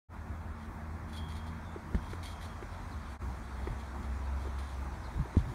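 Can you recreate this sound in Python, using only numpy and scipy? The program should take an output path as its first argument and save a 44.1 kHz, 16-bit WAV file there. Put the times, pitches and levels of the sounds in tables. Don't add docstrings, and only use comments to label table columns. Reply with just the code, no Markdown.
import sys
import numpy as np
from scipy import signal
from scipy.fft import rfft, irfft
from scipy.io import wavfile
from scipy.ndimage import uniform_filter1d

SR = 44100
rng = np.random.default_rng(int(sys.argv[2]) if len(sys.argv) > 2 else 0)


def put_to_file(sound):
    columns = np.atleast_2d(sound).T
    safe = np.clip(columns, -1, 1)
    whole_steps = np.round(safe * 32767)
    wavfile.write(sys.argv[1], SR, whole_steps.astype(np.int16))


N = 244314
TIME = np.arange(N) / SR

# start_s, length_s, strength_db
SPRING_SLIPS = [(.575, 0.083, -70), (1.071, .047, -66.5), (1.124, 0.054, -58.5), (1.16, .02, -57),
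                (1.283, 0.054, -60), (1.35, 0.033, -59), (1.459, .028, -62), (1.945, .006, -59.5),
                (2.007, 0.1, -66.5), (2.092, 0.048, -60.5), (2.227, 0.042, -52.5), (2.277, .043, -59),
                (2.405, 0.051, -57), (2.711, .037, -66), (3.095, 0.034, -65), (3.598, 0.13, -68.5),
                (3.779, 0.03, -64.5), (4.024, 0.026, -65), (4.39, 0.089, -66), (4.581, 0.024, -57.5),
                (4.62, 0.12, -64.5), (5.369, 0.029, -59.5), (5.478, .03, -65)]
# frequency_hz, gain_db
RASP_TONE = [(1200, -13), (2300, 3), (2850, -40), (3300, -11), (4300, 0.5), (5100, -3), (7000, -7.5),
             (8300, -15), (9300, -23), (10400, -10.5), (11700, -9), (13600, -16), (14800, -23)]
# pitch_hz, width_hz, gain_db
MAIN_NOTES = [(3940, 110, 0), (4070, 78, 2.5), (4460, 43, 6.5), (5070, 50, -4), (6600, 95, -32),
              (7560, 65, -16.5)]
LOW_NOTES = [(3240, 10, -9), (3270, 18, 1.5), (3560, 140, -8.5)]
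HIGH_NOTES = [(9080, 35, -4), (9220, 39, 3), (9420, 130, -5), (9750, 110, -3)]


def spring_creaks(clicks_per_s=3400, uneven_db=2.5, rise_s=0.0025, release_s=0.013, detune=0.015):
    out, t = np.zeros(N), np.arange(SR // 2) / SR
    for start_s, length_s, strength_db in SPRING_SLIPS:
        spikes = amp(uneven_db * np.minimum(rng.exponential(1, len(t)), 3))
        sizes = spikes * rng.standard_normal(len(t))
        envelope = (1 - np.exp(-t / rise_s)) * np.exp(-np.maximum(t - length_s, 0) / release_s)
        clicks = envelope * sizes * (rng.random(len(t)) < clicks_per_s / SR)
        rasp = amp(strength_db - 1) * unit(colour(clicks, RASP_TONE))
        main = amp(strength_db - 5) * coil_ring(clicks, MAIN_NOTES, detune)
        force_db = strength_db + 60
        low = amp(-65.5 + 0.75 * force_db) * coil_ring(clicks, LOW_NOTES, detune)
        high = amp(-68.5 + force_db) * coil_ring(clicks, HIGH_NOTES, detune / 2)
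        length_gain = np.sqrt(np.mean(envelope ** 2))
        add(out, start_s, length_gain * (rasp + main + low + high))
    return out


def coil_ring(clicks, notes, detune):
    t = np.arange(SR // 4) / SR
    tuning = 1 + detune * rng.standard_normal()
    ring = sum(amp(db) * width_hz * np.exp(-np.pi * width_hz * t) * np.sin(2 * np.pi * hz * tuning * t)
               for hz, width_hz, db in notes)
    return unit(signal.oaconvolve(clicks, ring)[:len(clicks)])


# start_s, pitch_hz, strength_db
HOOK_SQUEALS = [(1.127, 3400, -55), (1.168, 3260, -48.5), (1.35, 3275, -61), (1.65, 3540, -61),
                (2.005, 3250, -63), (2.25, 3244, -55), (2.49, 3260, -65)]


def spring_squeals(waver=0.013, flutter_db=2.0, rise_s=0.0057, halving_s=0.039, decay_s=0.39):
    out, t = np.zeros(N), np.arange(SR) / SR
    envelope = (1 - np.exp(-t / rise_s)) * np.exp(-t / decay_s) / (1 + t / halving_s)
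    for start_s, pitch_hz, strength_db in HOOK_SQUEALS:
        phase = phase_of(pitch_hz * (1 + waver * drift(98)[:SR]))
        gain = np.sqrt(2) * amp(strength_db + flutter_db * drift(60)[:SR])
        add(out, start_s, gain * envelope * np.sin(phase))
    return out


# start_s, boom_db, boom_hz, knock_hz
MAT_THUMPS = [(1.942, -23.5, 61.3, 234), (3.695, -28.5, 58, 149), (5.15, -31, 59.93, 149),
              (5.191, -23.5, 69.4, 175), (5.3687, -15.5, 101.5, 197), (5.392, -27.5, 59.7, 159),
              (5.465, -30, 86.6, 170.3)]


def mat_thumps(hard_thump_db=-15.5):
    out, t = np.zeros(N), np.arange(SR // 4) / SR
    for start_s, boom_db, boom_hz, knock_hz in MAT_THUMPS:
        softer_db = max(hard_thump_db - boom_db, 0)
        knock_db = -13.5 - 1.76 * softer_db
        knock = amp(knock_db) * falling_tone(t, knock_hz, rise_cycles=0.33 + 0.21 * softer_db, sag=0.069)
        boom = amp(boom_db) * falling_tone(t, boom_hz, rise_cycles=0.68, sag=0.12)
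        add(out, start_s, knock + boom)
    return out


# start_s, knock_db, slap_db
MAT_PATS = [(1.76, -33, -56), (1.946, -34.5, -39.5), (2.1322, -36, -41.5), (2.6247, -37, -44),
            (3.672, -30.5, -40.5), (4.4536, -40, -66), (4.471, -37, -66), (5.2555, -38.5, -56),
            (5.3484, -37.5, -62)]
# frequency_hz, gain_db
SLAP_TONE = [(300, -20), (900, -3), (1600, 0), (2200, -8), (2900, -23), (4200, -26), (6000, -33),
             (14000, -48)]


def mat_pats(knock_hz=417, slap_rise_s=0.0021):
    out, t = np.zeros(N), np.arange(SR // 4) / SR
    for start_s, knock_db, slap_db in MAT_PATS:
        noise = unit(colour(rng.standard_normal(len(t)), SLAP_TONE))
        slap = amp(slap_db) * noise * swell(t / slap_rise_s)
        knock = amp(knock_db) * falling_tone(t, knock_hz, rise_cycles=1.08, sag=0.064)
        add(out, start_s, slap + knock)
    return out


# start_s, first_pitch_hz, level_db
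BIRD_CHIRPS = [(2.904, 4670, -64.5), (3.034, 4067, -69), (5.034, 4780, -63.5)]


def birds(length_s=0.048, end_pitch_ratio=0.76, warble=0.051):
    out, flutter, count = np.zeros(N), drift(280), int(length_s * SR)
    slide = np.geomspace(1, end_pitch_ratio, count)
    envelope = np.sqrt(2) * signal.windows.tukey(count, 0.5)
    for start_s, first_pitch_hz, level_db in BIRD_CHIRPS:
        pitch_hz = first_pitch_hz * slide * (1 + warble * flutter[int(start_s * SR):][:count])
        add(out, start_s, amp(level_db) * envelope * np.sin(phase_of(pitch_hz)))
    return out


def hedge_echoes(sound, fade_s=0.42, echoes_per_s=2000, gap_s=0.004):
    t = np.arange(SR // 2) / SR
    echoes = rng.standard_normal(len(t)) * (rng.random(len(t)) < echoes_per_s / SR)
    echoes *= amp(-60 * t / fade_s) * (t > gap_s)
    return signal.oaconvolve(sound, echoes / np.linalg.norm(echoes))[:N]


# time_s, firing_hz, strength_db
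ENGINE_EARLY = [(0.14, 78.67, -40.5), (0.42, 78.92, -44.5), (2.49, 83.65, -45.5), (2.8, 85.2, -47)]
ENGINE_LATE = [(3.22, 60.6, -44), (3.32, 65.1, -42), (3.436, 65.3, -60), (3.488, 64.86, -40),
               (4.034, 66.7, -42.5), (4.072, 66.34, -33.5), (4.526, 68.17, -36.5), (4.78, 67.8, -39.5),
               (4.85, 67.3, -34), (4.976, 59.9, -46), (5.12, 60.2, -45)]
# time_s, gain_db
ENGINE_OCTAVE = [(0, -16.5), (1.2, -8.5), (2.3, -13), (3.4, -29)]


def far_engine(waver=0.01198, throb_db=1.7):
    track = np.vstack([ENGINE_EARLY, ENGINE_LATE])
    phase = phase_of(curve(track) * (1 + waver * drift(10.7)))
    gain = np.sqrt(2) * amp(curve(track, column=2) - 1.5 + throb_db * drift(5.9))
    return gain * (np.sin(phase) + amp(curve(ENGINE_OCTAVE)) * np.sin(2 * phase))


# time_s, strength_db
HUM_LEVELS = [(0, -56), (1.4, -50.5), (2.2, -58.5), (4.1, -53.5), (4.6, -68)]


def far_machine(pitch_hz=227, waver=0.02396, throb_db=1.7):
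    gain = np.sqrt(2) * amp(curve(HUM_LEVELS) - 2 + throb_db * drift(6.5))
    return gain * np.sin(phase_of(pitch_hz * (1 + waver * drift(6.24))))


# frequency_hz, gain_db
WIND_TONE = [(18, -43), (30, -7.5), (45, 5), (58, 4), (90, 4), (135, -8), (180, -5.5), (260, -10),
             (350, -12), (500, -24), (900, -49)]
TRAFFIC_TONE = [(200, -21), (480, -7), (620, -2), (780, -0.5), (920, 2), (1200, -1.5), (1600, -5.5),
                (2100, -10), (2500, -17), (2900, -32), (4500, -54)]
HISS_TONE = [(1500, -1), (2600, -0.5), (2950, -4.5), (3300, 0), (4300, -2), (4900, -5.5), (6100, -3.5),
             (7700, -9), (9300, -8), (10300, -15.5), (11400, -13), (15600, -43)]
# time_s, level_db
WIND_LEVELS = [(0, -46.5), (3.5, -44)]
TRAFFIC_LEVELS = [(0, -52), (4, -50)]
HISS_LEVELS = [(0, -68.5), (1, -67), (2.6, -62), (5.54, -61.6)]


def wind_traffic_hiss(gust_db=1.5, flicker_db=0.14):
    wind = amp(curve(WIND_LEVELS) + gust_db * drift(4.6)) * patchy_noise(WIND_TONE, -0.5)
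    traffic = amp(curve(TRAFFIC_LEVELS) + flicker_db * drift(36)) * patchy_noise(TRAFFIC_TONE, 1.22)
    hiss = amp(curve(HISS_LEVELS)) * patchy_noise(HISS_TONE, 1.93)
    return wind + traffic + hiss


def patchy_noise(tone, patch_db):
    _, _, grid = signal.stft(rng.standard_normal(N), SR, nperseg=1024, noverlap=768)
    patches = uniform_filter1d(rng.standard_normal(grid.shape), size=9, axis=0)
    patches = unit(uniform_filter1d(patches, size=9, axis=1))
    _, noise = signal.istft(grid * amp(patch_db * patches), SR, nperseg=1024, noverlap=768)
    return unit(colour(noise[:N], tone))


def falling_tone(t, pitch_hz, rise_cycles, sag):
    cycles = pitch_hz * t
    return swell(cycles / rise_cycles) * np.sin(2 * np.pi * np.log1p(sag * cycles) / sag)


def swell(progress):
    return progress * np.exp(1 - progress)


def drift(rate_hz):
    hz = np.fft.rfftfreq(N, 1 / SR)
    return unit(irfft(rfft(rng.standard_normal(N)) / (1 + (hz / rate_hz) ** 4), N))


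def colour(sound, tone):
    frequency_hz, gain_db = np.transpose(tone)
    hz = np.fft.rfftfreq(len(sound), 1 / SR)
    gain = amp(np.interp(np.log(hz + 1), np.log(frequency_hz), gain_db))
    return irfft(rfft(sound) * gain, len(sound))


def curve(rows, column=1):
    rows = np.asarray(rows)
    return np.interp(TIME, rows[:, 0], rows[:, column])


def phase_of(pitch_hz):
    return 2 * np.pi * np.cumsum(pitch_hz) / SR


def amp(db):
    return 10 ** (np.asarray(db) / 20)


def unit(sound):
    return sound / np.sqrt(np.mean(sound ** 2) + 1e-20)


def add(mix, start_s, sound):
    part = mix[max(round(start_s * SR), 0):][:len(sound)]
    part += sound[:len(part)]


def scene():
    bright = spring_creaks() + spring_squeals() + birds()
    garden = bright + amp(-8.5) * hedge_echoes(bright) + mat_thumps() + mat_pats()
    return (garden + far_engine() + far_machine() + wind_traffic_hiss())[None]


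def record(dry, fade_start_s=0.085, fade_s=0.058, dip_at_s=3.184, dip_half_s=0.033, cutoff_hz=15720):
    fade = np.clip((TIME - fade_start_s) / fade_s, 0, 1)
    dip = np.clip(abs(TIME - dip_at_s) / dip_half_s, 0.065, 1)
    low_pass = signal.firwin(2047, cutoff_hz, window=("kaiser", 9), fs=SR)
    return signal.oaconvolve(dry * fade * dip, low_pass[None], "same")


dry = scene()
out = record(dry)
put_to_file(out)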